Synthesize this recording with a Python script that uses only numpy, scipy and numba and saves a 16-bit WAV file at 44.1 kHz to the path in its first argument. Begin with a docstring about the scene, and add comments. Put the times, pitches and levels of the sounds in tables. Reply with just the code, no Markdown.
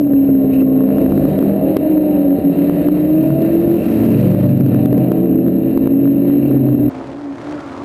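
"""A pack of V8 racing cars accelerates past the pit wall. Each exhaust sings a gliding note over the
lumpy roar of uneven cylinder firings and the rasp of gas, thrown back by the walls and stands.
Tyres hiss, air buffets the microphone and brief pressure surges overload it into sharp crackles; the
camera limits and adds a thin high sizzle. Near the end the sound cuts to a quieter spot, where cars
run away down the straight."""
import sys
import numpy as np
from scipy import signal
from scipy.fft import rfft, irfft, next_fast_len
from scipy.io import wavfile
from scipy.ndimage import uniform_filter1d
from numba import njit

SR = 44100
rng = np.random.default_rng(int(sys.argv[2]) if len(sys.argv) > 2 else 0)


def transcribe(u):
    """Save the signal u as a 16-bit wav file named by the first command-line argument.

    u: samples, shape (n,) or (channels, n), limited to [-1, 1]; the rate is SR.
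    q: integer samples, one column per channel.
    """
    v = np.clip(np.atleast_2d(u).T, -1, 1)
    q = np.round(v * 32767).astype(np.int16)
    wavfile.write(sys.argv[1], SR, q)


N = 345964
TIME = np.arange(N) / SR
CUT_S = 6.895  # from the pit wall to the quieter spot

# Exhaust notes, one glide each: time_s, pitch_hz, level_db, brightness_db_per_octave
LEADER_NOTE = [(0.0, 296.4, -14, -21.5), (.12, 277.5, -9.5, -18.5), (.44, 267.2, -11.5, -28),
               (.7, 264.4, -11, -19), (1.15, 267, -16.5, -12), (1.44, 271.6, -17.5, -13.5),
               (1.73, 269.6, -24.5, 3), (2.05, 268.8, -31.5, 5), (2.2, 274.8, -21.5, -2.5)]
CHASER_NOTE = [(1.201, 319, -22.5, -21), (1.452, 314, -30.5, 10), (1.72, 311, -17, -2),
               (1.91, 310.2, -10.5, -15), (2.1, 301.2, -14, -14.5), (2.3, 279, -10, -16),
               (2.522, 279.8, -10.5, -19), (2.81, 291.8, -14, -19), (3.15, 311.4, -12, -18.5),
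               (3.379, 325, -16.5, -5), (3.611, 335.8, -12.5, -24.5), (3.77, 340.3, -11, -25),
               (4.15, 298.7, -30.5, -16), (4.56, 293.5, -15, -20), (4.942, 288, -15, -28),
               (5.5, 299, -28.5, -22.5)]
STRAGGLER_NOTE = [(4.5, 249.8, -15.5, -27), (4.928, 246.4, -16.5, -22.5), (5.101, 252.3, -29.5, -20),
                  (5.349, 258.3, -14.5, -20), (5.54, 264.4, -20.5, -22), (5.769, 269.2, -13, -20.5),
                  (6.128, 278.5, -13, -29.5), (6.879, 293.4, -15, -25)]
DEEP_NOTE = [(0.0, 133.9, -22, 6), (.3, 138.2, -28.5, -6), (1.0, 146.3, -20, 6.5), (1.56, 156.9, -26, -5),
             (2.15, 165, -32.5, 1.5), (2.55, 163.9, -22, -6.5), (2.86, 159.6, -23, 2),
             (3.31, 142.4, -22, -9.5), (3.86, 140.3, -24.5, 4.5), (4.13, 140.1, -11, 2.5),
             (4.35, 139.4, -14, -12), (4.63, 133.4, -8.5, -10.5), (4.85, 129.6, -12.5, -14),
             (5.3, 129.6, -25, -10.5), (6.39, 136.1, -22.5, -3.5), (6.54, 133.1, -14.5, -0.5),
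             (6.88, 127.1, -15.5, 4.5)]
DRONE_NOTE = [(.3, 201.5, -30, -5), (1.05, 202.2, -23, -12), (1.53, 198.3, -20.5, -10.5),
              (2.0, 185.4, -28.5, 3.5), (2.72, 179.1, -20.5, -5.5), (3.4, 180.4, -31.5, -3),
              (3.83, 185.6, -31, -3), (4.35, 185.8, -16.5, -10), (4.85, 181.1, -21, -15),
              (5.3, 182.3, -21, -8), (5.93, 182.8, -32.5, 0), (6.28, 185.5, -24, -4)]
PAIR_NOTE = [(3.3, 108.7, -31, -1.5), (3.86, 111.5, -21.5, -4), (3.98, 113.4, -12, -2),
             (4.22, 112.4, -15, -11.5), (4.5, 109.3, -13.5, -14), (4.88, 107.8, -16.5, -10),
             (5.2, 108.9, -17, 24), (5.73, 110.4, -17, 15.5), (6.15, 110.4, -20, 9.5),
             (6.34, 117.2, -18.5, 11), (6.62, 117.7, -17.5, -5), (6.88, 120.1, -18.5, -5.5)]
DEPARTING_NOTE = [(6.92, 259.8, -31, -15), (7.05, 266.9, -39, -8), (7.11, 272.3, -29, -16),
                  (7.21, 290.8, -26, -22), (7.31, 279, -27.5, -25), (7.38, 274.4, -36.5, -16),
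                  (7.53, 301.4, -28, -9), (7.71, 269.6, -34.5, -16), (7.84, 288.3, -34, -15)]
# Brief dips in the notes: centre_s, width_s, depth_db
NOTE_DIPS = [(1.81, 0.027, 12), (2.403, 0.031, 16), (2.556, 0.011, 13), (2.662, 0.014, 9), (3.51, .022, 4),
             (3.85, 0.069, 5)]
# Fader rides for the pack at the wall and the cars further off: time_s, roar_db, rasp_db
PACK_LEVELS = [(0.0, -19, -54), (.4, -21, -51.5), (.72, -19.5, -52), (.92, -15.5, -47), (1.7, -17, -47),
               (2.0, -19, -47.5), (2.36, -20, -48.5), (2.7, -17, -44.5), (3.15, -19, -46.5),
               (3.38, -17, -46.5), (3.9, -18, -47), (4.8, -13.5, -42), (5.4, -20.5, -51.5),
               (5.85, -20.5, -48.5), (6.3, -20.5, -50), (6.65, -17, -48.5), (6.88, -19.5, -52.5)]
FAR_LEVELS = [(6.92, -27.5, -43), (7.1, -29.5, -42.5), (7.15, -31, -46), (7.36, -32.5, -45),
              (7.48, -29.5, -41), (7.66, -32, -42), (7.84, -28, -39.5)]
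# Spurts of a narrow metallic ring: centre_s, width_s, boost_db
RING_SPURTS = [(.18, 0.01, 10.5), (0.545, .014, 18), (0.606, .012, 14.5), (0.954, 0.037, 8),
               (1.691, 0.022, 7), (3.89, 0.072, 10.5), (4.15, 0.17, 5.5)]
# Overtones that poke out of the roar: start_s, end_s, from_hz, to_hz, level_db
HOWL_GLIDES = [(0.0, 1.6, 1064, 1105, -53), (0.049, 1.249, 414.7, 443.6, -30),
               (1.402, 1.71, 457, 479.5, -25), (1.4, 1.9, 837, 784, -42), (1.551, 2.1, 630, 612, -24.5),
               (1.7, 2.4, 950.3, 885, -49.5), (2.048, 2.51, 779, 759.5, -36.5),
               (4.149, 4.45, 469, 562, -23.5), (4.27, 4.6, 592.5, 583, -25), (4.65, 5.24, 621.7, 600, -27),
               (4.7, 5.2, 766, 734, -36)]
# Sharp crackles, brief pressure surges that overload the microphone: time_s, level_db
CRACKLES = [(0.136, -2.5), (0.292, -2.5), (.353, -2), (.446, -3.5), (.624, -1.5), (1.016, -1.5),
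            (1.178, -2.5), (1.255, -1), (1.289, -1.5), (1.39, 0), (1.427, -1), (1.769, 4), (2.388, -3),
            (2.698, -3.5), (2.887, -1), (3.421, -1.5), (3.555, -5.5), (4.35, -0.5), (4.609, 1), (4.664, 1),
            (4.747, 1.5), (4.859, 2.5), (4.929, -0.5), (4.979, -.5), (5.119, -0.5), (5.483, -1.5),
            (5.776, -0.5), (5.874, -0.5), (6.503, -6), (6.545, -3), (6.697, -6), (6.752, -2.5)]
# Cars passing right in front: centre_s, width_s, tyre_hiss_db, air_push_db
CLOSE_PASSES = [(.1, 0.32, -81, -35), (1.2, .22, -64.5, -29.5), (2.897, 0.49, -53, -45.5),
                (4.122, 0.37, -42, -34.5), (6.65, 0.33, -65.5, -36)]
# Tyre roar of a car going by after the cut: time_s, centre_hz, level_db
TYRE_SWEEP = [(7.3, 1760, -63), (7.48, 1516, -48), (7.62, 1257, -41), (7.73, 1100, -38.5),
              (7.84, 999, -36.5)]
# EQ curves that give each layer its tone: frequency_hz, gain_db
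ROAR_EQ = [(60, -31), (100, -3.5), (135, -4), (180, 2.5), (240, 6), (300, 7.5), (380, -1.5), (480, -3),
           (620, -4.5), (720, -10.5), (850, -25), (1100, -30), (1600, -36), (6000, -89.5)]
RASP_EQ = [(400, -9.5), (900, 6.5), (1300, 0), (1850, 3.5), (2250, -1), (2700, -2.5), (3300, -10.5),
           (3900, -3), (4600, -18), (6000, -34), (9000, -13.5), (15000, -23.5)]
RING_EQ = [(1800, -36.5), (2450, -3.5), (2700, 0.5), (2900, -8), (3400, -30)]
HISS_EQ = [(300, -10), (900, 7), (2000, 1), (4500, -11.5), (7000, -17.5), (15000, -16.5)]
AIR_EQ = [(15, -10.5), (35, 0.5), (60, 13), (90, 15), (140, -6), (300, -39)]
FAR_ROAR_EQ = [(40, -21), (70, -3), (120, 4), (200, 3.5), (300, 8.5), (450, 0), (700, -1), (1100, -10),
               (2500, -35), (12000, -79)]
FAR_RASP_EQ = [(400, -6), (800, 0.5), (1300, 2.5), (2000, -2), (2800, -8), (4500, -13.5), (7000, -19.5),
               (9500, -26.5), (15000, -48)]


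def exhaust_note(car, harmonics_db, flutter_db=3.37, wander_rad=0.21):
    """The pipe's harmonics, fluttering and wavering as the paths to the moving car change."""
    hz, db, brightness = curves(car)
    phase = 2 * np.pi * np.cumsum(hz) / SR + wander_rad * drift(25)
    gains = [undb(own_db + brightness * np.log2(k)) for k, own_db in enumerate(harmonics_db, 1)]
    tone = sum(gain * undb(flutter_db * drift(26)) * np.sin(k * phase + rng.uniform(0, 2 * np.pi))
               for k, gain in enumerate(gains, 1))
    tone_rms = np.sqrt(sum(gain ** 2 for gain in gains) / 2)
    return presence(car) * undb(db) * tone / tone_rms


def pack_notes():
    """Three high and three low exhaust voices at the wall, dipping briefly together."""
    high = sum(exhaust_note(car, [0, 0], flutter_db=1.8, wander_rad=0.15)
               for car in (LEADER_NOTE, CHASER_NOTE, STRAGGLER_NOTE))
    low = (exhaust_note(DEEP_NOTE, [0, 0, -13], flutter_db=3.0, wander_rad=0.35)
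           + exhaust_note(DRONE_NOTE, [0, -1, -3], flutter_db=3.5, wander_rad=0.53)
           + exhaust_note(PAIR_NOTE, [-10, 2.5, -3, -19], flutter_db=2.0, wander_rad=0.29))
    dip_db = sum(db * swell(s, width) for s, width, db in NOTE_DIPS)
    return (high + low) * undb(-dip_db)


def firings(car, per_period, scatter=0.52, puff_decay=0.49):
    """Eight uneven cylinders: the lumps repeat every engine cycle; a puff of gas follows each firing."""
    fired = np.cumsum(curves(car)[0]) * per_period / SR
    count = fired.astype(int)
    cylinders = rng.standard_normal(8)
    lump = unit(cylinders - cylinders.mean())[count % 8] + scatter * noise()[count]
    heard = presence(car)
    pulses = np.diff(count, prepend=0) * lump * heard
    puffs = np.exp(-(fired % 1) / puff_decay) * np.maximum(1 + .5 * lump, 0)
    return pulses, puffs * heard * noise()


def pack_roar(spurt_share=.25):
    """Firings roar and gas rasps off the walls; a narrow metallic ring comes and goes."""
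    high, low = (LEADER_NOTE, CHASER_NOTE, STRAGGLER_NOTE), (DEEP_NOTE, DRONE_NOTE, PAIR_NOTE)
    # the low notes sit at half the firing rate
    engines = [firings(car, 1) for car in high] + [firings(car, 2) for car in low]
    voices = sum(presence(car) ** 2 for car in high + low).clip(1)
    pulses, gas = np.sum(engines, axis=0) / np.sqrt(voices)
    roar_db, rasp_db = curves(PACK_LEVELS)
    spurt_db = sum(db * swell(s, width) for s, width, db in RING_SPURTS)
    roar = colour(walls(pulses, t60_s=.5, wet_db=-5.5), ROAR_EQ) * undb(roar_db)
    rasp = colour(walls(gas, t60_s=0.18, wet_db=-2.0), RASP_EQ)
    rasp *= undb(rasp_db + spurt_share * spurt_db + 1.6 * drift(14))
    ring = colour(gas, RING_EQ) * undb(rasp_db - 8.5 + spurt_db + 2.1 * drift(11))
    return roar + rasp + ring


def howls(flutter_db=2.5, wander_rad=.35):
    """Single overtones swell out of the roar, glide, waver and fade."""
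    out = np.zeros(N)
    flutter, waver = undb(flutter_db * drift(26)), wander_rad * drift(25)
    for start, end, from_hz, to_hz, db in HOWL_GLIDES:
        progress = np.clip((TIME - start) / (end - start), 0, 1)
        phase = 2 * np.pi * np.cumsum(from_hz + (to_hz - from_hz) * progress) / SR + waver
        arch = np.sqrt(2 * np.abs(np.sin(np.pi * progress)))
        out += undb(db) * arch * np.sin(phase)
    return flutter * out


def crackles(width_s=0.0011, crack_db=-29, crack_s=.0013, steepening=3.6):
    """Brief pressure surges that overload the microphone; the stronger ones carry a brighter crack."""
    out, snap = np.zeros(N), colour(noise(), HISS_EQ)
    for s, db in CRACKLES:
        near = np.abs(TIME - s) < .02
        age = TIME[near] - s
        swing = (1 - 2 * (age / width_s) ** 2) * np.exp(-(age / width_s) ** 2)
        crack = snap[near] * (age > -width_s) * np.exp(-np.abs(age) / crack_s)
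        out[near] += rng.choice([-1, 1]) * undb(db) * swing + undb(crack_db + steepening * db) * crack
    return out


def close_passes():
    """A car right in front hisses on its tyres and shoves air at the microphone."""
    hiss, air = colour(noise(), HISS_EQ), colour(noise(), AIR_EQ)
    grit = undb(2.8 * drift(70))
    return sum(swell(s, width) * (undb(hiss_db) * grit * hiss + undb(air_db) * air)
               for s, width, hiss_db, air_db in CLOSE_PASSES)


def departing_cars():
    """Cars run away down the straight: one note over a reverberant roar and tyre and gas hiss."""
    roar_db, rasp_db = curves(FAR_LEVELS)
    pulses, gas = firings(DEPARTING_NOTE, 1, scatter=1.66)
    heard = presence(DEPARTING_NOTE)
    roar = colour(walls(pulses, t60_s=0.94, wet_db=3), FAR_ROAR_EQ) * undb(roar_db)
    hiss = colour(gas + 0.69 * noise() * heard, FAR_RASP_EQ) * undb(rasp_db + 1.47 * drift(6.8))
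    trim = np.sqrt(np.mean(heard ** 2))  # makes the levels hold for the stretch these cars play
    return exhaust_note(DEPARTING_NOTE, [0, 0]) + trim * (roar + hiss)


def tyre_roar(half_width_hz=180):
    """A band of tyre noise whose centre falls as the car goes by."""
    hz, db = curves(TYRE_SWEEP)
    grain = unit(signal.sosfilt(signal.butter(2, half_width_hz, fs=SR, output="sos"), noise()))
    carrier = np.sqrt(2) * np.cos(2 * np.pi * np.cumsum(hz) / SR)
    return grain * carrier * undb(db) * presence(TYRE_SWEEP)


def wind(level_db=-39.5):
    """A low bed of air buffeting the microphone."""
    return colour(noise(), AIR_EQ) * undb(level_db + 1.2 * drift(7))


def walls(x, t60_s, wet_db):
    """Direct sound plus a diffuse tail from the pit wall and stands."""
    tail = rng.standard_normal(SR) * undb(-60 * TIME[:SR] / t60_s)
    return x + undb(wet_db) * signal.fftconvolve(x, tail / np.linalg.norm(tail))[:N]


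def undb(db):
    """Decibels to gain."""
    return 10 ** (np.asarray(db) / 20)


def unit(x):
    """Scale to rms 1."""
    return x / np.sqrt(np.mean(x ** 2))


def noise():
    """White noise, the length of the scene."""
    return rng.standard_normal(N)


def curves(table):
    """A table's columns as straight ramps in time."""
    times, *columns = np.transpose(table)
    return [np.interp(TIME, times, column) for column in columns]


def presence(table, fade_s=0.13):
    """1 while a car is heard, fading before and after."""
    start, end = table[0][0], table[-1][0]
    return np.interp(TIME, [start - fade_s, start, end, end + fade_s], [0, 1, 1, 0])


def swell(centre_s, width_s):
    """A bell-shaped rise and fall."""
    return np.exp(-.5 * ((TIME - centre_s) / width_s) ** 2)


def colour(x, eq):
    """Shape with an EQ curve; rms 1."""
    hz, db = np.transpose(eq)
    size = next_fast_len(N + SR // 10)
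    bins_hz = np.maximum(np.fft.rfftfreq(size, 1 / SR), 1)
    gain = undb(np.interp(np.log(bins_hz), np.log(hz), db))
    return unit(irfft(rfft(x, size) * gain, size)[:N])


def drift(rate_hz):
    """Random sample-and-hold, smoothed twice; rms 1."""
    hold = int(SR / rate_hz)
    steps = np.repeat(rng.standard_normal(N // hold + 1), hold)
    return unit(uniform_filter1d(uniform_filter1d(steps, hold), hold)[:N])


@njit
def follower(x, attack, release):
    """Peak envelope: quick to rise, slow to fall."""
    out, level = np.empty(len(x)), 0.
    for i in range(len(x)):
        level += (abs(x[i]) - level) * (attack if abs(x[i]) > level else release)
        out[i] = level
    return out


def scene():
    """The pit wall, then a 2 ms crossfade to the quieter spot."""
    pit_wall = pack_roar() + wind() + pack_notes() + howls() + close_passes() + crackles()
    quiet_spot = departing_cars() + tyre_roar()
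    cut = np.clip((TIME - CUT_S) / .002 + .5, 0, 1)
    return ((1 - cut) * pit_wall + cut * quiet_spot)[None]


def record(dry, threshold=0.53, ceiling=0.67, attack_s=0.00091, release_s=0.049,
           jitter_s=2.8e-5, sizzle_hz=12000, top_hz=15000):
    """The camera limits and clips; until the cut, clock wobble mirrors the engines into a sizzle."""
    x = dry[0]
    peaks = uniform_filter1d(follower(x, 1 / (attack_s * SR), 1 / (release_s * SR)), size=60)
    x = x * np.minimum(1, threshold / (np.abs(peaks) + 1e-9))
    x = x / (1 + np.abs(x / ceiling) ** 30) ** (1 / 30)  # flattens what slips past the limiter
    # a sample taken early or late is off by the timing error times the slope of the wave
    slope = SR * np.gradient(signal.sosfiltfilt(signal.butter(4, 5000, fs=SR, output="sos"), x))
    x = x + jitter_s * slope * np.cos(2 * np.pi * sizzle_hz * TIME) * (TIME < CUT_S)
    return signal.sosfilt(signal.ellip(8, .2, 70, top_hz, fs=SR, output="sos"), x)[None]


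dry = scene()
out = record(dry)
transcribe(out)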